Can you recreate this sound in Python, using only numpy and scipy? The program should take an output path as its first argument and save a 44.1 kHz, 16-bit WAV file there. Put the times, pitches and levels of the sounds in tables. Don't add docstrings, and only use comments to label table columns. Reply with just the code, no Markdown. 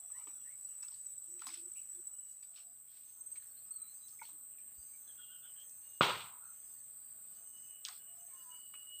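import sys
import numpy as np
from scipy import signal
from scipy.fft import rfft, irfft
from scipy.io import wavfile

SR = 44100
rng = np.random.default_rng(int(sys.argv[2]) if len(sys.argv) > 2 else 0)


def gain_from_db(level_db):
    decades = np.asarray(level_db, float) / 20
    return 10 ** decades


def waveform_to_disk(signal):
    frames = np.transpose(np.atleast_2d(signal))
    scaled = np.clip(frames, -1, 1) * 32767
    samples = np.round(scaled).astype(np.int16)
    wavfile.write(sys.argv[1], SR, samples)


N = 396900
T = np.arange(N) / SR

# f/Hz, density/(dB per Hz)
FAR_CHORUS_SPECTRUM = [(4000, -71.5), (6800, -37), (7000, -43.5), (7120, -37), (7350, -14), (7980, -1),
                       (8250, 4), (8610, -5), (8960, -17.5), (9550, -24), (10500, -35), (13600, -67),
                       (22000, -120)]
# f/Hz, density/(dB per Hz)
KATYDID_SPECTRUM = [(9000, -48.5), (10000, -27), (11300, -19), (12000, -14.5), (13600, -4.5), (14900, 0.5),
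                    (15800, 0)]
# f/Hz, density/(dB per Hz)
AIR_SPECTRUM = [(18, -33.5), (30, 1), (48, -1.5), (113, -0.5), (443, -9.5), (508, -9), (1130, -10),
                (1260, -6), (2190, -13), (2940, -11.5), (4540, -14.5), (6100, -25), (7000, -12),
                (9100, -50.5), (15400, -120)]
# far chorus level/dB, katydid level/dB, air level/dB
FIRST_SPOT_MIX = (-52.5, -64, -76)
SECOND_SPOT_MIX = (-53.5, -60, -76)
FADE_OUT_S, FADE_IN_S = (1.92, 3.04), (1.86, 3.42)
# f/Hz, start t/s, end t/s, level/dB
EARLY_REEDS = [
    (5850, 0, 0.53, -79.5),
    (5835, 0.55, 3.7, -82),
    (6560, 0.5, 3.3, -82.5),
    (6950, 0.015, 2.9, -80),
    (4580, .45, .8, -88),
]
# f/Hz, start t/s, end t/s, level/dB
LATER_REEDS = [(6470, 5.2, 6.4, -85), (6600, 8.5, 7.2, -83), (6430, 8.6, 9, -92), (4730, 4.74, 4.98, -79.5),
               (4700, 6.55, 6.8, -87), (4680, 6.9, 7.7, -88), (4680, 8.3, 8.95, -88),
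               (4480, 3.3, 3.75, -88)]
# t/s, duration/s, f/Hz, level/dB
HOOTS = [(0, 0.086, 708, -76), (.72, 0.03, 690, -81), (2.4, 0.31, 700, -82.5), (2.62, 0.12, 693, -74.5),
         (7.35, 0.14, 685, -79), (8.07, 0.09, 696, -68.5), (8.17, 0.095, 692, -67.5),
         (8.265, .04, 693, -75)]
# t/s, peak level/dB
CHIRPS = [
    (0.098, -43),
    (3.203, -38.5),
    (3.2585, -37),
    (3.3134, -35),
    (3.37, -36.5),
    (3.704, -34.5),
    (3.756, -35.5),
    (3.814, -35.5),
]
# t/s, peak level/dB, ring f/Hz, rustle after it level/dB
CONTACTS = [(.1, -59.5, 1240, -11), (.27, -49.5, 1220, -10.5), (.272, -52.5, 3200, -13),
            (.829, -43, 5630, -19), (.832, -54, 1630, -10), (.882, -44.5, 5500, -22), (.884, -58, 1400, -18),
            (.918, -52, 5500, -16), (.92, -60, 1000, -16), (.941, -50, 4500, -14), (1.392, -58, 2600, -6),
            (1.392, -55, 6650, -8), (1.419, -41, 1400, -14.5), (1.467, -41, 1100, -14.5),
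            (1.47, -38, 8900, -13.5), (1.47, -39, 4160, -12), (1.477, -45, 1200, -20),
            (1.486, -48, 2400, -11), (1.504, -46, 2150, -16), (1.504, -51, 3800, -4), (1.539, -48, 2100, -14),
            (1.54, -46, 3500, -12), (1.541, -49, 6200, -14), (1.765, -57.5, 12900, -2.5),
            (2.426, -61, 2700, -5), (2.428, -62, 5500, -8), (2.56, -50.5, 4330, -7), (2.57, -62, 1690, -2),
            (2.765, -66, 3500, -18),
            (3.357, -52.5, 2340, -12), (3.358, -58, 4300, -16), (3.424, -60, 1720, -12),
         (3.424, -62, 3900, -14), (4.081, -53, 5900, -11.5), (4.1287, -55, 6950, -22),
         (4.226, -57, 3000, -3), (4.251, -52, 3100, -10), (4.289, -58, 1000, -12), (4.275, -61, 3900, -4),
         (4.582, -62, 3800, -10), (5.6, -60, 6500, -10), (5.695, -46, 8200, -22), (7.844, -55, 4000, -3),
         (7.854, -37, 4100, -11), (7.856, -40, 3000, -22), (7.866, -57, 1500, -5), (7.886, -52, 1150, -7),
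         (7.8825, -42, 1920, -10), (7.886, -40, 4700, -16), (8.739, -49, 1525, -12),
         (8.741, -54, 2310, -26)]
# f/Hz, density/(dB per Hz)
RUSTLE_SPECTRUM = [(180, -16), (300, 4), (607, -46), (722, -10), (1300, -4), (1980, -7.5), (2420, -1.5),
                   (4520, 1.5), (7200, 3.5), (9360, -12), (15800, -120)]
# f/Hz, density/(dB per Hz)
CONTACT_TOP_SPECTRUM = [(9000, 7.5), (15500, -9)]
# t/s, duration/s, f/Hz, level/dB, end pitch over start pitch
SLIDES = [
    (.125, .09, 1740, -70, 1.3),
    (.19, .045, 2270, -73, 1.01),
    (.445, .075, 1760, -70, 1.22),
    (.5, .05, 2130, -70, 1.04),
    (.14, 0.088, 1096, -67, .82),
]
# t/s, duration/s, f/Hz, level/dB
WHISTLES = [(.16, .08, 1276, -74), (.16, 0.075, 2900, -75), (0.301, .12, 1400, -82), (3.63, .12, 1236, -79),
            (3.76, 0.12, 1283, -78.5), (5.068, .06, 1610, -75.5), (5.177, 0.05, 1440, -67.5),
            (5.29, 0.086, 1455, -71.5), (5.421, 0.053, 1454, -70.5), (5.549, 0.056, 1620, -77),
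            (6.22, .1, 1300, -66), (6.33, .07, 1250, -72), (6.415, 0.094, 1365, -64.5)]
# t/s, duration/s, f/Hz, level/dB, end pitch over start pitch
CLEAR_WHISTLES = [
    (8.3, 0.17, 1065, -66, 0.96),
    (8.42, 0.175, 1005, -65, 0.97),
    (6.3, .1, 1004, -72, .99),
]
# pitch ratio, level/dB
CLEAR_OVERTONES = [
    (4 / 3, -15),
    (5 / 3, -16),
]
# middle t/s, half length/s, level/dB, lowest f/Hz
BRUSHES = [(.2, .05, -73, 800), (1.445, .04, -63, 1500), (1.555, 0.045, -57, 2300),
           (2.583, 0.044, -65, 900), (2.96, 0.07, -69.5, 1000), (7.93, .055, -60.5, 3200),
           (3.1, .07, -75, 1500)]
# t/s, level/dB, f/Hz
THUMPS = [
    (4.79, -56, 60),
    (0.283, -64, 300),
    (.275, -66, 430),
    (6.235, -62, 160),
    (1.48, -65, 260),
]
# t/s, peak level/dB, f/Hz, rise/s, t60/s
KNOCKS = [(4.191, -43, 2210, 0.008, 0.025), (4.214, -43, 920, 0.004, 0.085), (4.211, -47, 2230, .006, .035),
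          (4.92, -68, 2300, .03, .15), (4.581, -62, 2400, .003, .12), (.829, -60, 2700, .003, .15),
          (4.214, -50, 1430, .003, .07), (4.224, -53, 2200, .006, 0.083), (4.226, -55, 4350, 0.018, .1),
          (4.215, -68, 5950, .01, .2), (7.89, -63, 752, 0.006, 0.14), (7.873, -45, 1560, 0.005, 0.02),
          (7.9, -62, 3390, .02, .3), (7.9, -65, 4300, .02, .3)]
# t/s, peak level/dB, lowest f/Hz, highest f/Hz
SNAPS = [
    (7.851, -23, 2800, 7000),
    (7.886, -29, 3300, 7800),
    (1.469, -28.5, 840, 20000),
    (1.421, -39, 900, 9400),
    (.830, -43, 1200, 6400),
    (8.740, -52, 1600, 3400),
]
# t/s, duration/s, f/Hz, level/dB
COOS = [(1.24, .09, 345, -70), (1.3, .085, 356, -64), (1.37, .05, 350, -72), (1.47, .08, 330, -72),
        (1.54, .075, 342, -65.5), (1.6, .05, 348, -68), (1.635, .065, 354, -65), (1.94, .075, 354, -66),
        (4.29, 0.093, 317, -76.5)]
# t/s, duration/s, f/Hz, level/dB, end pitch over start pitch
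CHATTER = [(5.07, 0.066, 3400, -69, 0.93), (5.17, .11, 3370, -65.5, 0.92), (5.25, .12, 3370, -70, 0.93),
           (5.295, .12, 3160, -67.5, 0.96), (5.42, .07, 3450, -70, .96), (5.43, 0.1, 3100, -67.5, .96),
           (5.555, 0.094, 3120, -65, 1.03), (1.755, 0.056, 2650, -66, 1.13),
           (1.75, 0.069, 2400, -70.5, 1.08)]
# t/s, duration/s, f/Hz, level/dB
PIPER = [(2.1, 0.25, 2930, -82), (5.17, 0.28, 2840, -72), (5.55, .1, 2858, -78), (5.82, 0.23, 2858, -74),
         (7.3, .12, 2950, -79), (7.43, .06, 2960, -78), (7.49, 0.2, 2960, -70.5), (7.67, .165, 2945, -69),
         (7.99, .06, 2955, -71), (8.04, .11, 2936, -68), (8.185, 0.055, 2930, -71), (8.26, .07, 2920, -80),
         (8.35, 0.085, 2906, -67), (8.49, 0.11, 2924, -63), (8.57, 0.15, 2946, -63),
         (8.72, 0.078, 2924, -59), (8.75, 0.18, 2904, -60), (8.84, .28, 2924, -56.5)]
# t/s, duration/s, f/Hz, level/dB
TWITTER = [(3.4, .08, 4100, -83), (3.46, .06, 5500, -79), (3.5, .03, 4420, -79), (2.66, .09, 4850, -82),
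           (2.88, .06, 3250, -78), (3.31, .05, 4750, -80), (3.56, .04, 4120, -74), (3.57, .05, 4480, -79),
           (3.66, .04, 5050, -80), (3.71, .09, 4370, -74), (3.78, 0.16, 3980, -75.5),
           (3.87, .055, 4180, -72.5), (3.94, 0.091, 4800, -79), (4.0, .08, 3960, -73)]
TRILLS = [3.04, 3.87, 4.75, 5.6, 6.43, 7.31, 8.16]
# f/Hz, level/dB, t60/s
CRACK_MODES = [
    (1250, 4.5, 0.007),
    (610, -1, 0.013),
    (330, -11, 0.0022),
    (152, -10.5, 0.018),
    (2800, -7.5, 0.0065),
]
# start level/dB, t60/s, end of near trunks t/s, lift by far bank level/dB
ECHO_BANDS = [
    (-50.5, .8, .23, 1.5),
    (-41, .6, 0.14, 6),
    (-33.5, .6, .6, 5.5),
    (-32.5, 0.58, .26, 1.5),
    (-44, .75, .22, 1.5),
]
# f/Hz, density/(dB per Hz)
ECHO_SPECTRUM = [(29, -65.5), (50, -37.5), (81, -15), (133, -9.5), (270, -20), (409, -6), (700, -9.5),
                 (950, -2), (1400, -2), (1710, -12.5), (3100, -6), (4500, -13), (5200, -23), (6060, -25),
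                 (8260, -18), (9310, -32), (11300, -35), (15000, -26)]


def rms_one(x):
    return x / np.sqrt(np.mean(x ** 2) + 1e-20)


def coloured(x, spectrum, low_hz=1, high_hz=SR):
    hz = np.maximum(np.arange(len(x) // 2 + 1) * SR / len(x), 1)
    points_hz, points_db = np.transpose(spectrum)
    gain = gain_from_db(np.interp(np.log(hz), np.log(points_hz), points_db, left=-120))
    edges = (1 + (low_hz / hz) ** 8) * (1 + (hz / high_hz) ** 8)
    return rms_one(irfft(rfft(x) * gain / np.sqrt(edges), len(x)))


def band(x, order, low_hz, high_hz):
    return signal.sosfilt(signal.butter(order, [low_hz, high_hz], "band", fs=SR, output="sos"), x)


def drift(rate_hz):
    r = np.exp(-32 * np.pi * rate_hz / SR)
    noise = rng.standard_normal(N // 16 + 2002)
    slow = signal.lfilter([1], [1, -2 * r, r * r], noise)[2000:]
    return np.interp(np.arange(N) / 16, np.arange(len(slow)), rms_one(slow))


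def ring(x, hz, t60):
    r, w = gain_from_db(-60 / (t60 * SR)), 2 * np.pi * hz / SR
    return signal.lfilter([0, np.sin(w)], [1, -2 * r * np.cos(w), r * r], x + 1e-18)


def strokes(rate_hz, depth):
    phase = np.cumsum(rate_hz * (1 + .02 * drift(3))) / SR
    return 1 - np.clip(depth, 0, 1) * np.sin(np.pi * phase) ** 2


def shaped(rows, rise, fall, edge_db):
    shape = [(0, edge_db), (rise, 0), (max(1 - fall, rise), 0), (1, edge_db)]
    notes = []
    for s, length, hz, db, *slide in rows:
        ratio = slide[0] if slide else 1
        notes.append([(s + share * length, hz * ratio ** share, db + drop_db) for share, drop_db in shape])
    return notes


def song(notes, blur_hz, rough):
    out, share = np.zeros(N), np.clip(rough, 0, 1)
    paths = np.sqrt(1 - share) + np.sqrt(share / 2) * (drift(blur_hz) + 1j * drift(blur_hz))
    for k, rows in enumerate(notes):
        a, b = max(round(rows[0][0] * SR), 0), min(round(rows[-1][0] * SR), N)
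        t = T[a:b]
        s, points_hz, points_db = np.transpose(rows)
        hz, level_db = np.interp(t, s, points_hz), np.interp(t, s, points_db)
        own = np.take(paths, np.arange(a, b) + 9973 * k, mode="wrap")
        tone = np.sqrt(2) * np.real(own * np.exp(2j * np.pi * np.cumsum(hz) / SR))
        fade = np.clip(np.minimum(t - T[a], T[b - 1] - t + (b == N)) / 0.0053, 0, 1)
        out[a:b] += gain_from_db(level_db) * tone * fade
    return out


def trees(x, wet_db, t60):
    t = np.arange(SR // 2) / SR
    tail = rng.standard_normal(len(t)) * gain_from_db(-60 * t / t60)
    return x + gain_from_db(wet_db) * signal.fftconvolve(x, tail / np.sqrt(np.sum(tail ** 2)))[:N]


def spots():
    return np.interp(T, FADE_OUT_S, [1, 0]), np.interp(T, FADE_IN_S, [0, 1])


def air(level_db):
    hz = np.arange(N // 2 + 1) * SR / N
    spectrum = rfft(coloured(rng.standard_normal(N), AIR_SPECTRUM + [(16000, -60)]))
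    edges = np.append(0, 100 * 2 ** np.arange(9))
    hush = np.zeros(N)
    for low, high in zip(edges, edges[1:]):
        octave = irfft(spectrum * (hz >= low) * (hz < high), N)
        hush += octave * gain_from_db(1.6 * drift(5.))
    draws = rng.random((110, 4)) * [8.7, 4400, 8, .1] + [0, 900, 0, .03]
    blinks = [[(s, hz, -8), (s + .03, hz, db), (s + .03 + length, hz * .98, db - 8)]
              for s, hz, db, length in draws]
    return gain_from_db(level_db) * (gain_from_db(-.1) * hush + gain_from_db(-12.5) * song(blinks, blur_hz=70, rough=1))


def chorus():
    first, second = spots()
    far_db, fizz_db, air_db = (20 * np.log10(np.hypot(gain_from_db(a) * first, gain_from_db(b) * second))
                               for a, b in zip(FIRST_SPOT_MIX, SECOND_SPOT_MIX))
    far = coloured(rng.standard_normal(N) * gain_from_db(.5 * drift(25.)), FAR_CHORUS_SPECTRUM)
    scrape = rng.standard_normal(N) * strokes(92, depth=.35) * gain_from_db(.6 * drift(17.0))
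    fizz = coloured(scrape, KATYDID_SPECTRUM)
    return gain_from_db(far_db) * far + gain_from_db(fizz_db + 6) * fizz + air(air_db)


def near_cricket():
    pitch_hz, level_db = 7915, -49
    phase = 2 * np.pi * np.cumsum(16.9 * (1 + .01 * drift(2))) / SR
    beat = (1 + .4 * np.cos(phase)) * (1 + .45 * np.cos(3 * phase))
    drone = song([[(0, pitch_hz, level_db), (FADE_OUT_S[1], pitch_hz, level_db)]], blur_hz=55., rough=0.93)
    return gain_from_db(-2.5) * beat * spots()[0] * drone


def far_crickets():
    early, late = ([[(a, hz, db - 4), (a + .05, hz, db), (b - .05, hz, db), (b, hz, db - 5)]
                    for hz, a, b, db in rows] for rows in (EARLY_REEDS, LATER_REEDS))
    first_spot = spots()[0] * song(early, blur_hz=37.8, rough=1.0)
    return gain_from_db(2.5 * drift(6.)) * (first_spot + song(late, blur_hz=90., rough=0.99))


def hooter():
    return song(shaped(HOOTS, rise=.5, fall=.45, edge_db=-12.5), blur_hz=14., rough=.2)


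def chirps():
    out = np.zeros(N)
    pitch_hz, length_s = 8225, 0.022
    t = np.arange(round(length_s * SR)) / SR
    shape = np.sin(np.pi / 2 * np.clip(np.minimum(t / .006, (length_s - t) / .005), 0, 1)) ** 2
    note = shape * np.sin(2 * np.pi * (pitch_hz * t + 1500 * t * t))
    for s, peak_db in CHIRPS:
        a = round(s * SR)
        out[a:a + len(t)] += gain_from_db(peak_db - 5.0) * note
    return out


def clicks():
    rustle_t60_s = 0.22
    out, t = np.zeros(N), np.arange(SR // 4) / SR
    rustle = coloured(rng.standard_normal(N), RUSTLE_SPECTRUM[:-1] + CONTACT_TOP_SPECTRUM)
    grit_db = 3.0 * drift(110.)
    contacts = CONTACTS
    bands = .6 * 3 ** rng.random((len(contacts), 4))
    for k, (s, peak_db, hz, rustle_db) in enumerate(contacts):
        a = round(s * SR)
        ring_t60_s = 0.016 * (2000 / hz) ** 0.49
        own = slice(7001 * k, 7001 * k + len(t))
        raw = band(rustle[own], 4, hz * 0.59, min(hz * 2.8, 20000))
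        resonance = rms_one(ring(raw, hz, 1.35 / hz))
        uneven = rms_one(sum(ring(raw, min(f * hz, 15000), 0.018) for f in bands[k]))
        noise = 0.49 * rms_one(raw) + 0.65 * resonance + 0.6 * uneven
        snap = raw * gain_from_db(-60 * t / 0.0046)
        body = ring(noise * gain_from_db(-60 * t / 0.011), hz, max(ring_t60_s, .002))
        tail = gain_from_db(rustle_db - 60 * t / rustle_t60_s + grit_db[own]) * noise
        hit = 0.37 * snap / np.abs(snap).max() + 0.61 * body / np.abs(body).max() + 0.64 * tail
        out[a:a + len(t)] += gain_from_db(peak_db) * hit
    return out


def far_whistles():
    overtones = [(s, length, hz * ratio, db + less_db, slide)
                 for s, length, hz, db, slide in CLEAR_WHISTLES[:2] for ratio, less_db in CLEAR_OVERTONES]
    notes = shaped(SLIDES + WHISTLES + overtones, rise=.45, fall=0.34, edge_db=-8)
    return trees(song(notes, blur_hz=83.0, rough=0.85), wet_db=-4.5, t60=0.29)


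def brushes():
    rustle = coloured(rng.standard_normal(N) * gain_from_db(2.2 * drift(90.)), RUSTLE_SPECTRUM)
    return sum(gain_from_db(db) * np.exp(-((T - s) / half) ** 2) * band(rustle, 3, low_hz, 5100.)
               for s, half, db, low_hz in BRUSHES)


def thumps():
    return sum(gain_from_db(db) * np.exp(-((T - s) / 0.011) ** 2) * np.sin(2 * np.pi * hz * (T - s))
               for s, db, hz in THUMPS)


def knocks():
    notes = [[(s, hz, db - 20), (s + rise, hz, db - 4.5), (s + rise + t60 / 2, hz, db - 35.5)]
             for s, db, hz, rise, t60 in KNOCKS]
    return song(notes, blur_hz=110., rough=0.28)


def snaps():
    out = np.zeros(N)
    for s, peak_db, low_hz, high_hz in SNAPS:
        spike = band(signal.unit_impulse(400), 5, low_hz, high_hz)
        out[round(s * SR):][:400] += gain_from_db(peak_db) * spike / np.abs(spike).max()
    return out


def dove():
    return song(shaped(COOS, rise=.5, fall=.2, edge_db=-17), blur_hz=14., rough=.2)


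def warbler():
    notes = shaped(CHATTER, rise=0.2, fall=0.32, edge_db=-7.5)
    return trees(song(notes, blur_hz=111.0, rough=.9), wet_db=-6.5, t60=0.21)


def piper():
    t = np.linspace(0, N / SR, N // 64)
    shapes = np.array(shaped(PIPER, rise=.25, fall=.2, edge_db=-12))
    level_db = np.max([np.interp(t, n[:, 0], n[:, 2], left=-120, right=-120) for n in shapes], axis=0)
    level_db = np.maximum(level_db, np.where(t > PIPER[4][0], -90, -120))
    hz = np.interp(t, shapes[:, 1, 0], shapes[:, 1, 1])
    return song([np.transpose([t, hz, level_db])], blur_hz=22., rough=.22)


def twitter():
    notes = shaped(TWITTER, rise=0.33, fall=.45, edge_db=-8)
    return trees(song(notes, blur_hz=55., rough=0.88), wet_db=-6.5, t60=0.21)


def trills():
    pitch_hz, length_s, level_db = 6362, .47, -71
    rows = [(s, length_s, pitch_hz, level_db) for s in TRILLS]
    phrases = song(shaped(rows, rise=0.087, fall=.17, edge_db=-13.5), blur_hz=70., rough=0.91)
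    return strokes(67, depth=.35) * phrases


def lumpy(x, low_hz, high_hz):
    pitches = low_hz * (high_hz / low_hz) ** rng.random(8)
    return rms_one(x + .25 * rms_one(sum(ring(x, hz, .05) for hz in pitches)))


def crack():
    crack_s, crack_db = 6.0093, -15
    skip_s, skip_db = .00078, -1.5
    late_t60_s, far_bank_s, far_bank_spread_s = 0.27, .092, .02
    a = round(crack_s * SR) - 50
    t = T[a:a + SR] - crack_s
    blow, skip = (gain_from_db(crack_db + db) * np.exp(-((t - lag) / .00007) ** 2) / 5.9
                  for lag, db in [(0, 0), (skip_s, skip_db)])
    direct = sum(ring(blow + skip * (hz > 1000), hz, t60) * gain_from_db(db) for hz, db, t60 in CRACK_MODES)
    out = signal.sosfilt(signal.butter(3, 110., "high", fs=SR, output="sos"), direct)
    t = np.maximum(t, 0)
    far_bank = np.exp(-((t - far_bank_s) / far_bank_spread_s) ** 2)
    near_water_db = 3 * np.exp(-t / .04)
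    edges = 1, 220, 750, 1700, 4800, SR
    for (db, t60, knee_s, lift_db), low, high in zip(ECHO_BANDS, edges, edges[1:]):
        decay_db = -60 * np.minimum(t, knee_s) / t60 - 60 * np.maximum(t - knee_s, 0) / late_t60_s
        level_db = db + decay_db + lift_db * far_bank + near_water_db
        rise = np.clip(t / (.02 if high == SR else 0.0057), 0, 1)
        noise = coloured(rng.standard_normal(SR), ECHO_SPECTRUM, low, high)
        answer = lumpy(noise, max(low, 90), min(high, 7000))
        out = out + rise * gain_from_db(level_db + 2.1 * drift(60.)[:SR]) * answer
    return np.pad(out, (a, N - a - SR))


def clear_whistles():
    return song(shaped(CLEAR_WHISTLES, rise=0.23, fall=0.42, edge_db=-11), blur_hz=14., rough=.2)


def scene():
    insects = chorus() + near_cricket() + far_crickets() + chirps() + piper() + trills()
    birds = hooter() + far_whistles() + dove() + warbler() + twitter() + clear_whistles()
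    contacts = clicks() + brushes() + thumps() + knocks() + snaps() + crack()
    return (insects + birds + contacts)[None]


def top_cut(x):
    return signal.sosfilt(signal.butter(12, 16480, fs=SR, output="sos"), x)


def record(dry):
    low_cut_hz, top_hz = 60, 15470
    mix = signal.sosfilt(signal.butter(2, low_cut_hz, "high", fs=SR, output="sos"), dry)
    mix = signal.sosfilt(signal.ellip(12, .5, 80, top_hz, fs=SR, output="sos"), mix)
    return top_cut(mix)


dry = scene()
out = record(dry)
waveform_to_disk(out)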